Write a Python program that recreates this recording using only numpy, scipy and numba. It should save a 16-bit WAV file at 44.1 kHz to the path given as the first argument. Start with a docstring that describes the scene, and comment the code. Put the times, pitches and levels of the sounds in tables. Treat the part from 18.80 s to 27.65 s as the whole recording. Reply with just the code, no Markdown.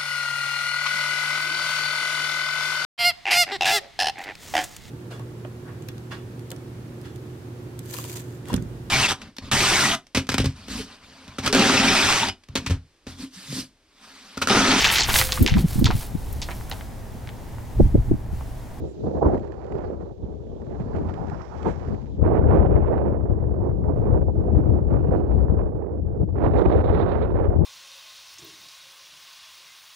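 """On a mountain lookout, gusts hit the two microphone openings (ports) of a hand-held, slowly panning camera.
Big swirls of air (eddies) rumble in each port, small ones rush and flutter, brighter in faster air,
and a few strike as bumps or hoots. Gusts, lulls and brief, bright flares ride on a slow drift.
Air grazing the housing adds a hollow ring, a thin hiss, a breathy, gliding whistle and a fine
crackle. The hand's grip ticks faintly."""
import sys
import numpy as np
from scipy import signal
from scipy.fft import rfft, irfft, next_fast_len
from scipy.io import wavfile
from scipy.ndimage import uniform_filter1d
from numba import njit

SR = 44100
rng = np.random.default_rng(int(sys.argv[2]) if len(sys.argv) > 2 else 0)


def output_pcm(signal):
    """Save a mono or channel-first signal as 16-bit PCM at the path in sys.argv[1].

    Samples are clipped to [-1, 1] before scaling.
    """
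    pcm = np.clip(np.atleast_2d(signal).T, -1, 1) * 32767
    wavfile.write(sys.argv[1], SR, np.round(pcm).astype(np.int16))


N = 390285

# The wind's slow drift at the right port. Each row: time in seconds, base rumble level in dB,
# base rush level in dB, base edge in Hz (above the edge the rush fades away).
RIGHT_WIND = [(0.0, -30.5, -29, 810), (0.16, -58, -25, 493), (0.47, -25, -17.5, 1015),
              (0.76, -68, -32, 1520), (1.06, -54, -26, 1310), (1.36, -65, -31.5, 815),
              (1.76, -43, -27.5, 794), (2.14, -34, -30, 1640), (2.51, -45, -34, 2140),
              (2.65, -75, -35.5, 3000), (3.04, -43, -31.5, 1990), (3.38, -34, -36.5, 910),
              (3.455, -22.5, -12, 1410), (3.96, -28.5, -16.5, 1350), (4.59, -33.5, -23.5, 960),
              (5.34, -29, -19.5, 870), (6.46, -29, -20.5, 1100), (7.52, -32.5, -23.5, 617),
              (7.62, -24.5, -17.5, 1574), (8.45, -27, -19, 1840), (8.85, -29.5, -18, 840)]
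# Air grazing the housing. Each row: time in seconds, left and right base hiss level in dB.
GRAZE = [(0.0, -61, -60.5), (.4, -61.5, -62), (.65, -66.5, -65), (1.4, -71.5, -68), (2.35, -65.5, -62.5),
         (2.9, -68, -58.5), (3.36, -68.5, -65.5), (3.45, -72.5, -79), (4.4, -77.5, -75), (5.8, -73, -71),
         (6.4, -74, -76), (6.8, -76.5, -90), (8.0, -75, -70.5), (8.83, -75.5, -88)]
# Single eddies that strike. Each row: time in seconds, left and right level in dB, pitch in Hz.
BUMPS = [(0.464, -6, -10, 64.6), (.428, -9, -10, 710), (0.955, -19, -41, 125), (1.103, -25, -16, 396),
         (2.007, -16.5, -16.5, 154), (2.171, -18, -33, 95), (2.294, -18, -33, 90), (2.862, -14, -19, 330),
         (3.084, -16, -35, 84), (3.422, -2.5, -34, 72), (3.634, -6.5, -24, 70), (3.868, -4, -23.5, 94),
         (3.905, -12, -23, 75), (4.524, -5.5, -35, 86), (4.671, -9, -32, 87), (5.23, -10.5, -34, 77.3),
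         (5.33, -5, -26, 90.6), (5.77, -2.5, -22, 91), (5.895, -5.5, -26, 94), (6.292, -5.5, -37, 137),
         (6.58, -9.5, -31, 80), (6.625, -6, -30, 72), (6.724, -9, -35, 170), (7.225, -14, -34, 75),
         (7.267, -14, -31, 68), (7.408, -14, -24, 95), (7.435, -12.5, -24, 130), (7.529, -12, -33, 92),
         (8.104, -5.5, -33, 78), (8.613, -9.5, -31.5, 86), (8.691, -8, -32, 71)]
# The tone of the right rumble and of the crackle. Each row: frequency in Hz, relative level in dB.
RIGHT_RUMBLE_TONE = [(20, -16), (45, -3.5), (75, 3.5), (120, -8.5), (190, -4), (300, -3), (600, -92.5)]
CRACKLE_TONE = [(900, 1.5), (1800, 7), (3000, -3.5), (5000, -13), (7600, -14.5), (8400, -34), (15000, -43)]


def undb(db):
    """Turn decibels into a factor to multiply by."""
    return 10 ** (np.asarray(db) / 20)


def curves(table):
    """Join a table's rows with straight lines in time: one curve for each column after the first."""
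    times, *columns = np.transpose(table)
    return [np.interp(np.arange(N) / SR, times, column) for column in columns]


def colour(x, tone):
    """Filter by rows of (Hz, dB), fading out past both ends; white noise keeps its power."""
    size = next_fast_len(N)
    hz = np.arange(size // 2 + 1) * SR / size + 1e-3
    row_hz, db = np.transpose(tone)
    gain = undb(np.interp(np.log(hz), np.log(row_hz), db))
    gain /= np.sqrt((1 + (row_hz[0] / 2 / hz) ** 4) * (1 + (hz / row_hz[-1] / 1.4) ** 12))
    return irfft(rfft(x, size) * gain / np.sqrt(np.mean(gain ** 2)), size)[:N]


def walk(per_s):
    """A smooth random wobble with a typical size of 1 and per_s new values a second."""
    hold = max(int(SR / per_s), 2)
    x = np.repeat(rng.standard_normal(N // 8)[:N // hold + 1], hold)[:N]
    x = uniform_filter1d(uniform_filter1d(x, hold), hold)
    return x / x.std()


def even(x, span_s):
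    """Hold a noise's power at 1 over stretches longer than span_s."""
    span = int(span_s * SR)
    return x / np.sqrt(uniform_filter1d(uniform_filter1d(x * x, span), span) + 1e-12)


@njit
def roll_off(x, hz, order):
    """Soften the treble above a moving edge with a chain of simple low-pass filters."""
    y, state = np.empty(len(x)), np.zeros(order)
    for i in range(len(x)):
        g = np.tan(np.pi * min(hz[i], .4 * SR) / SR)
        sample = x[i]
        for k in range(order):
            step = (sample - state[k]) * g / (1 + g)
            sample = state[k] + step
            state[k] = sample + step
        y[i] = sample
    return y


def band(hz, width_hz):
    """A band of noise around a steady or gliding pitch, with a power of 1."""
    blur = roll_off(rng.standard_normal(N), np.full(N, float(width_hz)), order=3)
    return np.sqrt(2) * blur / blur.std() * np.cos(2 * np.pi * np.cumsum(hz * np.ones(N)) / SR)


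def swells(table, width_s):
    """A short bell-shaped swell for each row of (time in seconds, height)."""
    t, out = np.arange(N) / SR, np.zeros(N)
    for s, height in table:
        near = np.abs(t - s) < .06
        out[near] += height * np.exp(-((t[near] - s) / width_s) ** 2)
    return out


def envelope(start_s, length_s, rise_s, fall_s):
    """Rise to 1 by start_s, hold, then fall back to 0."""
    corners = np.cumsum([start_s - rise_s, rise_s, length_s, fall_s])
    return np.interp(np.arange(N) / SR, corners, [0, 1, 1, 0])


def smooth_flow():
    """1 while air slides past the right port, fading to 0 as the port turns into the wind."""
    return envelope(0, length_s=4.21, rise_s=0.19, fall_s=0.19)


def port_wind(drift, rumble_tone, rush_tone, lift_db, drop_db, flare_db, rumble_follow, edge_follow,
              flap_db, flutter_db, grain_db, edge_swing_db, rush_trim_db):
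    """Swirling air presses on one port: big eddies rumble and small ones rush."""
    rumble_db, rush_db, edge_hz = curves(drift)
    # The rumble and the edge follow a share of each gust; a lull makes the wind quieter and duller.
    rumble_db = rumble_db + rumble_follow * lift_db - drop_db + 1.0
    rush_db = rush_db + lift_db - drop_db + 0.055 * flare_db
    edge_hz = edge_hz * undb(edge_follow * lift_db - 0.89 * drop_db + 0.23 * flare_db)
    # The flow flaps on and off the housing; a hard blow stays torn off and rasps instead.
    hard_blow_db, rasp_db = -16.5, 0.9
    hard = np.clip(1 + (rush_db - hard_blow_db) / 10, 0, 1)
    flap = np.tanh(2 * walk(32)) * (1 - 0.84 * hard)
    rumble = even(colour(rng.standard_normal(N), rumble_tone) * undb(.5 * flap_db * flap), span_s=0.088)
    # Small eddies come in packets, each both louder and brighter.
    flutter, grain = 1.5 * np.tanh(walk(110)), walk(380)
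    packets = undb(flap_db * flap + flutter_db * flutter + grain_db * grain)
    eddies = even(colour(rng.standard_normal(N), rush_tone) * packets, span_s=0.039)
    edge_hz *= undb(edge_swing_db * (flap + flutter + grain) + rasp_db * hard * walk(900))
    rush = roll_off(eddies * undb(rush_db + rush_trim_db), edge_hz, order=4)
    return rumble * undb(rumble_db) + rush


def grazing_air(surge_db, tear_db):
    """Air grazing the ports hisses; on the right it also surges, crackles and whistles."""
    # The tone of each hiss. Each row: frequency in Hz, relative level in dB.
    left_tone = [(500, 4), (1500, -3.5), (3000, -12.5), (6800, -10.5), (7400, -21.5), (9000, -23.5),
                 (15000, -26)]
    right_tone = [(1500, -14.5), (2500, -1.5), (4000, -1), (6300, -3.5), (7700, -8), (8200, -21.5),
                  (15000, -26)]
    left_db, right_db = curves(GRAZE)
    left = colour(rng.standard_normal(N), left_tone) * undb(left_db + .6 * walk(25))
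    right = colour(rng.standard_normal(N), right_tone) * undb(0.63 * walk(59) - 3.0)
    speed = np.clip(curves(RIGHT_WIND)[2] / 1500, 0, 1)  # a higher edge stands for faster air
    right += crackle(per_s=700, scatter_db=6.5, cluster_db=6) * speed ** 2 * undb(4.5 + tear_db / 2)
    right = right * undb(right_db) + whistle(tear_db)
    return np.array([left, right * undb(surge_db)])


def crackle(per_s, scatter_db, cluster_db):
    """Tiny spits of air break away from the port's rim in loose clusters."""
    size_db = scatter_db * np.minimum(rng.exponential(size=N), 3)  # no spit outgrows the flow
    size_db += cluster_db * np.tanh(walk(60))
    clicks = (rng.random(N) < per_s / SR) * rng.choice([-1, 1], N) * undb(size_db)
    return colour(clicks / clicks.std(), CRACKLE_TONE)


def whistle(tear_db):
    """Swirls peel off the right rim: two gliding bands in smooth flow, one held note in a hard blow."""
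    # The gliding whistle. Each row: time in seconds, pitch in Hz.
    glide = [(0, 3690), (1.0, 4780), (1.3, 3760), (1.75, 3350), (2.1, 4500), (2.9, 5850), (3.36, 3350)]
    # Held notes. Each row: start and length in seconds, pitch in Hz, base level in dB.
    rim_notes = [(3.651, 0.38, 2450, -62.5), (5.18, 0.1, 2400, -70.5), (5.702, 0.36, 2400, -69),
                 (6.287, 0.048, 2610, -65), (6.344, 0.064, 4260, -73.5), (7.77, 0.52, 3720, -56.5)]
    hz, = curves(glide)
    upper_hz = 1.62 * hz
    upper_gain = undb(-15.5) * np.clip((7800 - upper_hz) / 1000, 0, 1)  # fades at the top of the hiss
    out = band(hz, width_hz=750) + upper_gain * band(upper_hz, width_hz=750)
    out *= smooth_flow() * undb(curves(GRAZE)[1] - 8)
    stutter_db = 3 * (np.tanh(3 * walk(90)) - .5)  # a held note catches and breaks off abruptly
    for s, length, note_hz, db in rim_notes:
        held = envelope(s, length, rise_s=0.19, fall_s=0.32)
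        out += band(note_hz, width_hz=580) * undb(db + tear_db + stutter_db) * held
    return out * undb(3.0 * walk(70))


def hollow_ring(flutter_db, reach_octaves, wander):
    """Smooth flow blows across the hollow ports: they ring low in light wind, higher in fast wind."""
    # The ports' natural notes. Each row: pitch in Hz, width in Hz, the edge of the rush that
    # drives the note best in Hz, left and right base level in dB.
    notes = [(416, 102, 820, -48, -45), (788, 260, 3030, -67, -39), (1230, 500, 3700, -79.5, -42.5)]
    edge_hz, out = curves(RIGHT_WIND)[2], np.zeros((2, N))
    for hz, width_hz, best_hz, *port_db in notes:
        drive = np.exp(-(np.log2(edge_hz / best_hz) / reach_octaves) ** 2)
        for side, db in enumerate(port_db):
            ring = band(hz * (1 + wander * walk(8.9)), width_hz)
            out[side] += ring * drive * undb(db + flutter_db * np.tanh(1.7 * walk(45)))
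    return out * smooth_flow()


def gusts():
    """How many dB gusts add to the flow at each port; light wind also comes in uneven lumps."""
    # Each row: start and length in seconds, left and right lift in dB.
    blows = [(0.028, 0.05, -1.5, 5.5), (0.24, 0.042, 8.5, 8.5), (0.341, 0.048, 6, 3.5),
             (0.425, 0.0045, 13.5, 10), (0.458, 0.025, 15.5, 5.5), (0.528, 0.018, 12.5, 8),
             (0.92, 0.035, 6, 4.5), (1.082, 0.07, 3, -1.5), (1.432, 0.055, 2.5, 6), (1.837, 0.007, 9.5, -6),
             (2.151, 0.057, 7, 5.5), (2.858, 0.032, 16.5, 13.5), (3.081, 0.061, 10, 7),
             (3.391, 0.037, 19, 3), (3.453, 0.035, 3, 0.5), (3.62, 0.038, 0, 1), (3.702, 0.055, 4, 2),
             (3.823, 0.015, 3, 2), (3.954, .012, 3, 3), (4.088, 0.1, -3.5, 4.5), (4.202, 0.12, 5.5, 2),
             (4.497, 0.017, 5.5, 2), (4.832, 0.035, -2.5, 4), (5.087, 0.017, -3.5, 5), (5.268, 0.039, 2, 3),
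             (5.335, 0.021, 5.5, 6), (5.413, 0.011, 9, 0.5), (5.709, 0.071, 6, 0.5),
             (5.766, .012, 0.5, -0.5), (5.869, 0.057, 6, 1), (6.107, 0.038, 8, 1.5), (6.321, 0.026, 1, 8),
             (6.4, 0.011, -7.5, 4), (6.517, 0.11, 12.5, 0), (6.705, 0.023, 16, 2.5), (6.777, 0.044, 7, 1.5),
             (7.253, 0.035, 8, -5), (7.405, 0.028, 17.5, 6.5), (7.495, 0.0095, -3.5, -4.5),
             (7.553, 0.013, -9, -2), (7.642, 0.035, 5.5, 4), (7.75, 0.088, 2, 4.5), (7.856, 0.19, 7, 2),
             (7.922, 0.0046, 2, 2.5), (8.098, 0.16, 0, 3.5), (8.57, 0.056, 2.5, 1.5), (8.634, .015, -2, 0),
             (8.765, 0.19, 16.5, -1.5)]
    lift_db = sum(np.outer(db, envelope(s, length, 0.016, 0.048)) for s, length, *db in blows)
    lumps_db = 1.35 * np.array([walk(32), walk(32)]) - 1.33
    return lift_db + lumps_db * smooth_flow()


def puffs(width_s):
    """Soft swells of rumble at the right port while the air mostly slides past it."""
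    # Each row: time in seconds, level in dB.
    soft_puffs = [(0.05, -39), (.107, -45), (0.277, -20.5), (.575, -25), (0.974, -36), (1.438, -23),
                  (1.672, -37), (1.911, -35), (2.011, -23), (2.058, -29), (2.154, -29), (2.211, -26),
                  (2.265, -19.5), (2.456, -35), (2.531, -30), (2.92, -30), (3.089, -25), (3.132, -29)]
    rumble = even(colour(rng.standard_normal(N), RIGHT_RUMBLE_TONE), span_s=0.028)
    return swells([(s, undb(db)) for s, db in soft_puffs], width_s) * rumble


def sizzles(width_s):
    """Fast air skims the ports for a moment and sizzles above the hiss."""
    # Each row: time in seconds, left and right level in dB.
    skims = [(.1, -68, -66), (2.895, -79, -63)]
    # The sizzle's tone. Each row: frequency in Hz, relative level in dB.
    tone = [(5500, -18), (7000, 8), (8300, 1), (9500, -8), (11000, -16), (15000, -20)]
    levels = [swells([(s, undb(db[side])) for s, *db in skims], width_s) for side in range(2)]
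    return np.array([level * colour(rng.standard_normal(N), tone) for level in levels])


def lulls(fade_s):
    """How many dB the wind drops when the flow tears off a port for an instant."""
    # Each row: start and length in seconds, left and right drop in dB (below 0 is a rise).
    dips = [(0.137, 0.012, 5, 0.5), (0.409, 0.0044, 4, 7), (1.336, 0.035, 4, 2.5), (1.848, 0.012, 10, 0.5),
            (1.711, .07, 0.5, 0.5), (2.631, 0.1, 5.5, 1.6), (3.009, 0.028, 1, -0.5), (3.207, 0.14, -1, 1.5),
            (3.604, 0.062, -4.5, 2.5), (4.384, 0.068, -2, 1.5), (4.927, 0.045, 1, 2.5),
            (5.007, 0.021, 0.5, 1.5), (5.395, 0.011, -2.5, 2), (5.435, 0.024, 6.5, 2),
            (5.509, 0.043, 0, 3.5), (6.009, 0.093, 0.5, 2), (6.427, 0.042, 0, 1), (6.904, 0.033, 6, 1),
            (7.014, 0.087, 3.5, -0.5), (7.208, 0.033, -4, 2.5), (7.307, 0.062, 3, -1),
            (7.451, 0.013, 0.5, 6.5), (7.522, .018, -2, 1), (7.696, 0.032, 0, 2.5), (7.832, 0.016, 14, 2),
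            (8.027, 0.0029, 11, 5.5), (8.247, 0.0066, -1, 2.5), (8.291, 0.053, 5, 0),
            (8.461, 0.081, -0.5, 1.5), (8.684, 0.012, -3, 2.5), (8.787, 0.0092, 1, 1.5)]
    return sum(np.outer(db, envelope(s, length, fade_s, fade_s)) for s, length, *db in dips)


def flares(rise_s, fall_s, sag_db):
    """The flow snaps loose at the right port and turns bright; in between, the treble sags."""
    # Each row: start and length in seconds, strength in dB (each layer takes only a share of it).
    snaps = [(0.26, 0.063, 6), (0.455, .006, 5.5), (0.459, 0.0066, 1.5), (0.952, .008, 12),
             (1.042, 0.016, 13), (1.13, .008, 11), (1.203, 0.031, 9.5), (1.524, 0.013, 11),
             (1.818, .008, 6), (1.846, 0.025, 10), (1.95, .008, 9), (1.998, 0.013, 9), (2.291, 0.021, 17),
             (2.74, 0.022, 3), (2.877, .01, 1), (3.09, 0.067, -1.5), (3.395, 0.046, 3), (3.469, 0.021, 1),
             (3.575, .02, 2), (3.692, 0.013, 4), (3.84, .03, 7.5), (3.957, 0.011, 4), (4.049, 0.03, 10),
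             (4.118, .07, 4.5), (4.63, 0.015, 9), (4.838, .022, 3.5), (4.987, 0.0084, 3), (5.158, 0.13, 6),
             (5.36, 0.017, 6), (5.397, .02, 6.5), (5.482, 0.0055, -1), (5.673, 0.0094, 6),
             (5.772, 0.043, -0.5), (6.1, 0.069, 9), (6.48, .01, 3), (6.513, 0.0095, 6.5), (6.68, 0.011, 4),
             (6.787, 0.028, 10.5), (6.984, 0.035, 3), (7.274, 0.014, 18), (7.487, 0.02, 13.5),
             (7.556, 0.035, 9.5), (7.785, .035, 2.5), (7.844, 0.013, 12), (7.924, 0.013, 8),
             (8.055, .012, -5), (8.2, .02, 0.5), (8.32, 0.023, 6), (8.415, .028, 5), (8.51, 0.011, -1),
             (8.634, .016, 7.5), (8.726, 0.009, 5), (8.81, .01, -1.5)]
    return sum(db * envelope(s, length, rise_s, fall_s) for s, length, db in snaps) - sag_db


def bumps(cycles):
    """An eddy crossing a port sucks, then pushes, with a weaker swing before and after."""
    out, t = np.zeros((2, N)), np.arange(N) / SR
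    for s, left_db, right_db, hz in BUMPS:
        near = np.abs(t - s) < .05
        turns = hz * (t[near] - s)
        swing = np.sin(2 * np.pi * turns) * np.exp(-(turns / cycles) ** 2)
        out[:, near] += np.outer(undb([left_db, right_db]), swing)
    return out


def bump_dip(share, width_s):
    """The wind dips as one big eddy pushes the smaller ones aside."""
    return 1 - np.clip(swells([(s, share) for s, *_ in BUMPS], width_s), 0, .9)


def hoots(width_s):
    """Knocks of wind make the hollow right port give short, breathy rings."""
    # Each row: time in seconds, pitch in Hz, level in dB.
    knocks = [(0.428, 740, -17), (.457, 950, -22), (.503, 620, -21), (.957, 396, -24), (1.132, 390, -24),
              (2.166, 560, -24), (2.866, 899, -24), (3.523, 827, -23), (3.731, 946, -22),
              (3.851, 750, -22.5), (4.812, 817, -34), (4.861, 810, -30.5), (5.088, 823, -31.5),
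              (5.345, 900, -33.5), (5.492, 740, -29.5), (5.683, 597, -24.5), (5.789, 301.5, -17),
              (5.953, 301, -16), (7.813, 440, -11.5), (7.96, 472, -14)]
    return sum(swells([(s, undb(db))], width_s) * even(band(hz, width_hz=.25 * hz), span_s=0.024)
               for s, hz, db in knocks)


def spits(width_s):
    """A few loud spits of air stand out of the crackle at the right port."""
    # Each row: time in seconds, level in dB.
    loud_spits = [(.548, -45), (.579, -44), (.597, -48), (.648, -48), (.678, -51), (0.722, -46),
                  (.924, -42.5), (.985, -46), (1.01, -50), (1.82, -56), (2.165, -44), (2.297, -43),
                  (2.341, -38.5), (2.472, -46), (2.5, -40.5), (2.831, -40), (7.779, -41.5), (7.792, -40.5),
                  (7.815, -42)]
    level = swells([(s, undb(db)) for s, db in loud_spits], width_s)
    return colour(rng.standard_normal(N) * level, CRACKLE_TONE)


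def grip_ticks(slips_per_s, width_s):
    """The hand shifts near the left port: short runs of tiny, dry slips in the camera body."""
    # Each row: time in seconds, base level in dB.
    shifts = [(6.29, -57), (6.526, -57), (6.574, -58), (6.712, -59)]
    # The ticks' tone. Each row: frequency in Hz, relative level in dB.
    tone = [(4000, -8), (8000, -3), (15000, -3)]
    slips = (rng.random(N) < slips_per_s / SR) * rng.standard_normal(N)
    slips *= swells([(s, undb(db)) for s, db in shifts], width_s)
    return np.outer(undb([0, -13.5]), colour(slips, tone))


def scene():
    """Each port meets its own eddies: the left booms, the right roars."""
    # The wind's slow drift at the left port, with the same columns as RIGHT_WIND.
    left_wind = [(0.0, -23, -31, 360.0), (0.13, -39.5, -29, 232), (0.47, -26.5, -29.5, 1310),
                 (0.76, -36, -36, 400.0), (1.08, -31, -30.5, 620.0), (1.34, -36.5, -32.5, 238),
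                 (2.26, -29, -28.5, 690), (2.69, -32, -25, 330), (2.98, -28.5, -35, 586),
                 (3.37, -31, -29, 355), (3.43, -20.5, -32.5, 281), (3.91, -11.5, -17.5, 800.0),
                 (4.24, -23.5, -24.5, 353), (5.2, -18.5, -25.5, 351), (5.96, -17.5, -23, 475),
                 (6.85, -21, -40.5, 394), (7.05, -29, -33.5, 120.0), (7.69, -18.5, -35.5, 694),
                 (8.85, -21, -33, 394)]
    # The tones of the wind's layers. Each row: frequency in Hz, relative level in dB.
    left_rumble_tone = [(20, -21), (45, -5.5), (75, 0.5), (120, -8.5), (200, -17), (350, -34.5), (700, -95)]
    left_rush_tone = [(60, -14.5), (150, 5), (300, 2.5), (500, -0.5), (800, -6.5), (1400, -19), (2500, -33),
                      (5000, -33.5)]
    right_rush_tone = [(150, -23), (230, -22.5), (320, -1), (420, 0.5), (520, -2.5), (700, -6.5),
                       (1200, -13.5), (2000, -18), (3100, -21.5), (4600, -24), (7000, -31.5)]
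    lift, drop = gusts(), lulls(fade_s=0.012)  # row 0 is left, row 1 is right
    flare = flares(rise_s=0.0034, fall_s=0.01, sag_db=0.97)
    left = port_wind(left_wind, left_rumble_tone, left_rush_tone, lift[0], drop[0], flare_db=0,
                     rumble_follow=0.41, edge_follow=0.25, flap_db=5.0, flutter_db=3.0,
                     grain_db=1.45, edge_swing_db=0.28, rush_trim_db=0.76)
    right = port_wind(RIGHT_WIND, RIGHT_RUMBLE_TONE, right_rush_tone, lift[1], drop[1], flare_db=flare,
                      rumble_follow=0.81, edge_follow=0.016, flap_db=1.4, flutter_db=0.46,
                      grain_db=0.96, edge_swing_db=0.5, rush_trim_db=-0.62)
    left *= bump_dip(share=0.4, width_s=0.011)
    right += puffs(width_s=0.014) + spits(width_s=0.0023) + hoots(width_s=0.013)
    air = np.array([left, right])
    air += grazing_air(surge_db=0.14 * lift[1] + 0.08 * flare - 0.25 * drop[1],
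                       tear_db=0.35 * flare - 2.4 * drop[1])
    air += hollow_ring(flutter_db=6.0, reach_octaves=0.97, wander=0.046) * undb(0.4 * flare - drop[1])
    air += bumps(cycles=0.63)
    return air + grip_ticks(slips_per_s=1400, width_s=0.0062) + sizzles(width_s=0.037)


def record(dry):
    """The microphones lose the deepest bass and add faint noise; the camera cuts the highest treble."""
    bass_hz, top_hz = 30, 15700
    thinned = signal.sosfilt(signal.butter(2, bass_hz, "highpass", fs=SR, output="sos"), dry)
    noisy = thinned + undb(-88.0) * rng.standard_normal((2, N))
    return signal.sosfilt(signal.ellip(8, .2, 70, top_hz, fs=SR, output="sos"), noisy)


dry = scene()
out = record(dry)
output_pcm(out)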